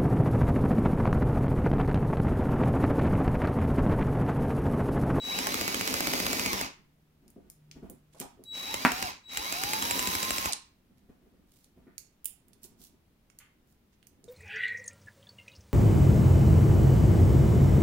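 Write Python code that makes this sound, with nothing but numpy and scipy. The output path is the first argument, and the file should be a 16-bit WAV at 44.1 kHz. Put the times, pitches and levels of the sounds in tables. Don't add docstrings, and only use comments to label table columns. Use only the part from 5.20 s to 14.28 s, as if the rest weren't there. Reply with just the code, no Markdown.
import sys
import numpy as np
from scipy import signal
from scipy.fft import rfft, irfft, next_fast_len
from scipy.io import wavfile
from scipy.ndimage import uniform_filter1d

SR = 44100
rng = np.random.default_rng(int(sys.argv[2]) if len(sys.argv) > 2 else 0)


def wav_out(sig):
    wavfile.write(sys.argv[1], SR, np.round(np.clip(np.atleast_2d(sig).T, -1, 1) * 32767).astype(np.int16))


N = 400428
T = np.arange(N) / SR
SNAP_S = 3.6503

# start in s, top speed in turns/s, spin-up time constant in s; rattle onset,
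# ease-off and brake in s; adapter turns to the first click; whistle onset and trigger home in s;
# relative levels in dB of whistle, rattle, shudder, hiss, sleeve ring and click thump.
RUNS = [(.042, 247.45, .1163, 0, 1.2525, 1.413, .964, -.045, .15, -37, -36.5, -39.5, -42, -40, -50),
        (3.3, 190, .3, 3.312, 3.82, 3.87, .892, 3.245, 3.53, -41.5, -37, -45, -42.5, -39, -40),
        (4.029, 218.25, .3249, 4.076, 5.272, 5.272, .3715, 4.03, 5.15, -45.5, -35.5, -45.5, -39, -31, -41)]
# frequency in Hz, relative level in dB.
SHUDDER = [(20, -30.5), (55, -6), (130, -9), (165, -6), (202, 2), (228, -6.5), (262, 4), (340, -3),
           (450, -2.5), (700, -8), (1500, -30.5), (4000, -63.5)]


def amp(db):
    return 10 ** (np.asarray(db) / 20)


def unit_rms(x):
    return x / np.sqrt(np.mean(x ** 2) + 1e-20)


def curve_at(points, hz):
    f, value = np.transpose(points)
    return np.interp(np.log(hz + 1), np.log(f + 1), value)


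def add(mix, start_s, sound):
    part = mix[..., max(round(start_s * SR), 0):][..., :sound.shape[-1]]
    part += sound[..., :part.shape[-1]]


def wander(hz):
    size = next_fast_len(N // 16)
    freqs = np.fft.rfftfreq(size, N / SR / size)
    slow = irfft(rfft(rng.standard_normal(size)) / (1 + (freqs / hz) ** 4), size)
    return unit_rms(np.interp(T, np.linspace(0, N / SR, size), slow))


def colour(x, spectrum, size=4096):
    log_gain = np.log(amp(curve_at(spectrum, abs(np.fft.fftfreq(size, 1 / SR)))))
    taps = np.fft.ifft(np.exp(np.conj(signal.hilbert(log_gain)))).real[:size // 2]
    return signal.oaconvolve(np.atleast_2d(x), taps[None] / np.linalg.norm(taps), axes=1)[:, :N]


def burst(decay_s, channels=1, size=6000, rise_s=.001):
    t = np.arange(size) / SR
    fade = np.exp(-t / decay_s) * (1 - np.exp(-t / rise_s))
    x = rng.standard_normal((channels, size)) * fade
    return x * np.linalg.norm(fade) / np.linalg.norm(x, axis=1, keepdims=True)


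def band(x, hz, octaves):
    edges = np.clip([hz / 2 ** octaves, hz * 2 ** octaves], 20, SR / 2 - 1500)
    sos = signal.butter(3, edges, "band", fs=SR, output="sos")
    return signal.sosfilt(sos, x) * np.sqrt(SR / 2 / np.diff(edges))


def ring(modes, size=6000):
    t = np.arange(size) / SR
    return sum(amp(db - 60 * t / t60) * np.sin(2 * np.pi * hz * t) * rng.uniform(.7, 1.3)
               for hz, db, t60 in modes)


def room(x, wet_db):
    # frequency in Hz, T60 in s.
    decay = [(150, 0.28), (400, 0.037), (1000, 0.41), (2800, .4), (7000, 0.3), (15000, 0.18)]
    size = SR // 2
    echoes = rng.choice([-1., 1.], (2, size)) * (rng.random((2, size)) < .1) * (np.arange(size) > 150)
    hz, t, z = signal.stft(echoes, SR, nperseg=256)
    fade = amp(-60 * t / curve_at(decay, hz)[:, None])
    tail = signal.istft(z * fade * (hz / (hz + 250))[:, None], SR)[1]
    tail /= np.linalg.norm(tail[0])
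    return x + amp(wet_db) * signal.oaconvolve(x * np.ones((2, 1)), tail, axes=1)[:, :N]


def ears(x, left_delay_s=.00034):
    # frequency in Hz, share of power common to both ears.
    coherence = [(300, 0.93), (600, 0.48), (2000, 0.49), (8000, 0.15)]
    # frequency in Hz, left minus right in dB.
    balance = [(60, 6), (250, 4.5), (500, -.5), (2000, -1), (4000, -.5), (7500, -2), (10500, -8),
               (13000, -10), (16000, -10)]
    hz, z = np.fft.rfftfreq(N, 1 / SR), rfft(x)
    common, side_db = np.clip(curve_at(coherence, hz), 0, 1), curve_at(balance, hz) / 2
    delay = np.exp(-2j * np.pi * hz * np.array([[left_delay_s], [0]]))
    stereo = np.sqrt(common) * delay * z[0] + np.sqrt(1 - common) * z[1:]
    return irfft(stereo * amp([side_db, -side_db]), N)


def running(start_s, brake_s, attack_s, run_out_s=.084):
    run_out = np.exp(-np.clip((T - brake_s) / run_out_s, 0, 10) ** 2)
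    return np.clip((T - start_s) / attack_s, 0, 1) * run_out


def air(level_db=-66.5):
    # frequency in Hz, relative density in dB.
    spectrum = [(20, -4), (50, -1), (110, -5), (220, -3.5), (500, -16), (1000, -21.5), (3000, -26),
                (8000, -34), (16000, -30)]
    noise = colour(rng.standard_normal((3, N)), spectrum)
    common, apart = noise[0], noise[1:]
    low = signal.butter(1, 500, fs=SR)
    return amp(level_db) * (signal.lfilter(*low, common) + apart - signal.lfilter(*low, apart))


def controller(switch_hz=3896, drop_db=11, drop_s=.08, fade_db_per_s=7, overtone_db_per_s=40):
    # multiple of the switching rate, relative level in dB.
    harmonics = [(1, 4), (2, -15.5), (3, -23.5), (4, -23)]
    out = np.zeros(N)
    for run in RUNS:
        brake_s, _, start_s, home_s, whistle_db = run[5:10]
        held_s = np.maximum(T - home_s, 0)
        loss_db = drop_db * np.minimum(held_s / drop_s, 1) + fade_db_per_s * held_s
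        gain = running(start_s, brake_s, attack_s=.085) * amp(whistle_db - loss_db)
        on = gain > 1e-6
        for k, db in harmonics:
            dulling_db = (k > 1) * overtone_db_per_s * (T[on] - start_s)
            out[on] += gain[on] * amp(db - dulling_db) * np.sin(2 * np.pi * k * switch_hz * T[on])
    flutter = amp(1.8 * wander(54))
    return np.sqrt(2) * out * flutter * amp([[-2], [-5.5]])


def shaft(run, ease_tau_s=.524, brake_tau_s=.09):
    start_s, top_rps, spin_up_s, _, ease_s, brake_s = run[:6]
    rise = 1 - np.exp(-np.clip(T - start_s, 0, ease_s - start_s) / spin_up_s)
    sag = np.clip(T - ease_s, 0, brake_s - ease_s) / ease_tau_s
    braking = np.clip(T - brake_s, 0, 2) / brake_tau_s
    return top_rps * rise * np.exp(-sag - braking)


def drive(crawl_rps=66, full_rps=240, take_up_s=.056):
    # time in s, relative level in dB.
    pressure = [(.3, -0.5), (.6, -2), (1, 1), (1.3, -0.5), (3.5, -2), (4.3, -3), (4.8, 2.5), (5.25, -3)]
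    speed_rps, rattle, shudder, hiss = np.zeros((4, N))
    for run in RUNS:
        bite_s, _, brake_s = run[3:6]
        rattle_db, shudder_db, hiss_db = run[10:13]
        run_rps, on = shaft(run), running(bite_s, brake_s, take_up_s)
        pace = np.hypot(run_rps, crawl_rps) / full_rps
        speed_rps += run_rps
        rattle += on * amp(rattle_db) * pace ** .7
        shudder += on * amp(shudder_db) * pace ** .68
        hiss += on ** 3 * amp(hiss_db) * pace ** .86
    press_db = np.interp(T, *np.transpose(pressure))
    return speed_rps, rattle * amp(.38 * press_db), shudder * amp(press_db), hiss * amp(.7 * press_db)


def motor(speed_rps, rattling, shaking, hissing, growl_db=-7, sing_rps=100):
    # frequency in Hz, relative density in dB.
    gear_spectrum = [(100, -24), (450, -13.5), (900, 1), (1600, -3), (2300, 1), (3300, -3), (5000, -1),
                     (6800, -3.5), (8200, -12.5), (12000, -27), (16000, -36)]
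    hiss_spectrum = [(4000, -25.5), (8200, -6), (9150, -1.5), (9700, -5), (10500, -1), (11700, -3.5),
                     (12800, 1.5), (14200, -5), (15400, -3.5), (16500, -3.5)]
    # shaft multiple, relative dB in the first run, in later runs.
    orders = [(4, -20, -22), (5, -14, -6), (6, -26, -20), (8.32, -13, -17), (9.31, -13.5, -11),
              (10.32, -17, -21), (15.92, -13, -22), (18.3, -14, -23), (18.65, -13, -11.5), (19.6, -15, -23),
              (27, -17, -22), (28, -14, -12), (30, -19, -17), (36, -17, -14), (37.3, -19, -16),
              (51, -14, -19), (52, -22, -16)]
    # frequency in Hz, gain in dB.
    housing = [(350, -28), (600, -14), (760, 0), (1070, 1), (1250, -6), (1400, -3), (1800, -6), (2300, 2),
               (2900, -5), (3800, -8), (4600, 4), (5400, -1), (7500, -6), (9000, -18)]
    phase = 2 * np.pi * np.cumsum(speed_rps * (1 + .002 * wander(17))) / SR
    bite = (1 + .15 * np.cos(phase)) * amp(2 * wander(320))
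    rattle, shudder, hiss = rng.standard_normal((3, 3, N)) * unit_rms(bite)
    out = rattling * colour(rattle, gear_spectrum) + hissing * colour(hiss, hiss_spectrum)
    growl = amp(growl_db + curve_at(SHUDDER, speed_rps) + .87 * wander(8.1)) * np.sin(phase)
    out += shaking * (colour(shudder, SHUDDER) + growl)
    torque_db = np.clip(uniform_filter1d(abs(np.gradient(speed_rps)) * SR, size=3000) / 50, 0, 6)
    crawl_db = -16 * np.maximum(1 - speed_rps / sing_rps, 0)
    for multiple, first_db, later_db in orders:
        db = np.where(T < 2, first_db, later_db) + crawl_db + torque_db
        db += curve_at(housing, multiple * speed_rps) + 2 * wander(15)
        out[0] += 2 * rattling * amp(db) * np.sin(multiple * phase)
    return out


def click_times(run, gear_ratio=16.07, slip_turns=.387):
    start_s, brake_s, first_turns = run[0], run[5], run[6]
    slip = slip_turns * (T > SNAP_S) * (start_s < SNAP_S)
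    turns = np.cumsum(shaft(run)) / SR / gear_ratio - first_turns - slip
    times = T[1:][np.diff(np.floor(turns)) > 0]
    return times[times < brake_s]


def adapter(shaking, thump_hz=70, click_decay_s=.0018, knock_decay_s=.013):
    # frequency in Hz, relative density in dB.
    click_spectrum = [(100, -6.5), (600, 2.5), (2300, 6), (3500, -0.5), (6000, 0), (8300, -3), (10500, -6),
                      (16000, -8)]
    # frequency in Hz, relative level in dB, T60 in s.
    sleeve_modes = [(7505, 0, .045), (7400, -9, .03), (9180, -6, .03), (6800, -10, .02)]
    clicks, knocks, rings = np.zeros((3, 3, N))
    for run in RUNS:
        sleeve_db, thump_db = run[-2:]
        for s in click_times(run):
            click_spread_db, ring_spread_db = rng.uniform(-1, 1, 2) * np.sqrt(3) * [1, 3]
            add(clicks, s, amp(-14 + click_spread_db) * burst(click_decay_s, channels=3))
            add(knocks, s, amp(8) * burst(knock_decay_s, channels=3))
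            add(rings[0], s, amp(thump_db) * band(burst(knock_decay_s)[0], thump_hz, octaves=.74))
            add(rings[1:], s, amp(sleeve_db + ring_spread_db) * ring(sleeve_modes))
    return colour(clicks, click_spectrum) + colour(knocks * shaking, SHUDDER) + rings


def hand(patchy_db=6.5):
    # start in s, length in s, level in dB.
    rubs = [(1.437, 0.25, -71), (1.95, 0.39, -68.5), (2.46, 0.38, -64), (2.945, 0.51, -65),
            (5.595, .8, -68), (6.492, .3, -66), (7.194, 0.64, -68.5), (8.75, 0.62, -69.5)]
    # frequency in Hz, relative density in dB.
    cloth_spectrum = [(25, -5.5), (50, 6.5), (110, -5.5), (230, 4.5), (350, -1), (600, -15), (1500, -29.5),
                      (5000, -45)]
    # start in s, relative level in dB, centre in Hz.
    bumps = [(2.058, -58, 209), (2.16, -44, 250), (2.512, -73, 1830), (2.626, -41.5, 262),
             (2.692, -45, 300), (2.944, -53, 520), (3.001, -40, 227), (3.013, -41.5, 535),
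             (3.189, -50, 272), (6.665, -52.5, 246.7), (6.667, -66, 1207), (8.199, -58, 1630),
             (9.034, -48, 214)]
    thuds = np.zeros((1, N))
    for s, db, hz in bumps:
        add(thuds, s, amp(db - 1) * band(burst(decay_s=.02), hz, octaves=.78))
    rubbing = sum(amp(db) * np.sin(np.pi * np.clip((T - s) / length_s, 0, 1))
                  for s, length_s, db in rubs)
    cloth = amp(patchy_db * wander(25)) * rubbing * colour(rng.standard_normal(N), cloth_spectrum)
    return thuds + cloth


def hum(hz=150.4):
    # time in s, relative level in dB.
    levels = [(1.5, -68), (2.3, -72.5), (2.42, -58.5), (2.56, -57), (2.65, -64), (3.1, -68)]
    db = np.interp(T, *np.transpose(levels), left=-200, right=-200)
    gain = uniform_filter1d(amp(db - 2), size=200)
    return np.sqrt(2) * gain * np.sin(2 * np.pi * hz * T + .25 * wander(1.7))


def hard_ticks(tick_decay_s=.00088, chatter_decay_s=.0077, body_hz=4200):
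    # start in s, relative level in dB, centre in Hz, left minus right in dB.
    ticks = [(2.0795, -44.5, 7130, 3), (2.102, -42, 12400, -3), (2.3, -32, 8200, 1),
             (2.513, -36.5, 3900, -0.5), (2.6984, -30, 13100, -6), (2.9998, -20, 8330, -3),
             (3.238, -40.5, 7180, -13), (6.4434, -45.5, 6500, -4.0), (6.7802, -23, 7400, -5),
             (7.045, -26.5, 10440, -10), (7.056, -14, 15500, -11), (7.2828, -50, 14150, -17),
             (7.332, -46.5, 6410, -14), (7.4324, -33, 11900, -7), (7.449, -32.5, 11900, -10),
             (8.1, -45.5, 2060, -7), (8.1875, -32, 7500, -4), (8.8277, -49.5, 2730, -7),
             (8.8696, -38.5, 8500, -8), (9.0414, -43.5, 6250, -7.5)]
    # frequency in Hz, relative level in dB, T60 in s.
    metal_modes = [(3100, -17, .06), (4900, -14, .08), (7100, -8, .06), (9200, -1, .1), (10800, -2, .1),
                   (14300, 0, .09)]
    out = np.zeros((2, N))
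    for s, db, hz, pan_db in ticks:
        contact = burst(tick_decay_s, channels=2) + amp(-24) * burst(chatter_decay_s, channels=2)
        body = amp(-11 - 6 * np.log2(hz / 8000)) * band(contact, body_hz, octaves=1)
        tick = band(contact, hz, octaves=.81) + body + amp(-31) * ring(metal_modes)
        add(out, s, amp(db + 4) * amp([[pan_db / 2], [-pan_db / 2]]) * tick)
    return out


def workpiece_scrapes(grain_db=4.8):
    # start in s, length in s, relative level in dB, centre in Hz.
    slides = [(2.903, 0.12, -61.5, 4170), (2.986, 0.061, -43.5, 3900), (5.766, 0.041, -70, 4600),
              (6.232, 0.28, -64.5, 7750), (7.411, 0.065, -51.5, 9850), (7.562, 0.15, -53, 9500),
              (8.444, 0.13, -70, 11020), (8.699, 0.075, -74, 2770)]
    out = np.zeros((2, N))
    grains = rng.standard_normal((2, N)) * unit_rms(amp(grain_db * wander(180))) * amp([[-5], [0]])
    for s, length_s, db, hz in slides:
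        part = grains[:, round(s * SR):round((s + length_s) * SR)]
        add(out, s, amp(db) * band(part, hz, octaves=1.45) * np.hanning(part.shape[1]))
    return out


def rivet_snap(shake_decay_s=.022):
    # frequency in Hz, relative density in dB.
    spectrum = [(40, -13.5), (130, -2.5), (250, 8.5), (480, -7), (900, 2.5), (1400, 0.5), (2300, -2),
                (3100, -14), (6000, -24), (16000, -29.5)]
    out = np.zeros((2, N))
    add(out, SNAP_S, -amp(9) * np.ones(1))
    shake = burst(shake_decay_s) + .5 * burst(shake_decay_s, channels=2)
    add(out, SNAP_S + .0016, amp(-18) * shake)
    return colour(out, spectrum)


def spindle_lock(centre_hz=5560, decay_s=.0019):
    # start in s, level in dB.
    clacks = [(3.922, -48), (5.3232, -17.5), (5.3314, -11.5)]
    out = np.zeros((3, N))
    for s, db in clacks:
        add(out, s, amp(db) * band(burst(decay_s, channels=3), centre_hz, octaves=.72))
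    return out


def scene():
    speed_rps, rattling, shaking, hissing = drive()
    drill = motor(speed_rps, rattling, shaking, hissing) + adapter(shaking) + spindle_lock()
    mix = room(ears(drill), wet_db=-11) + controller()
    mix += room(rivet_snap(), wet_db=-7.5)
    mix += room(hard_ticks() + workpiece_scrapes(), wet_db=-7.5)
    mix += room(hand(), wet_db=5)
    return mix + air() + hum()


def record(dry):
    lowpass = signal.firwin(401, 15900, window=("kaiser", 8), fs=SR)
    return signal.oaconvolve(np.clip(dry, -1, 1), lowpass[None], "same")


dry = scene()
out = record(dry)
wav_out(out)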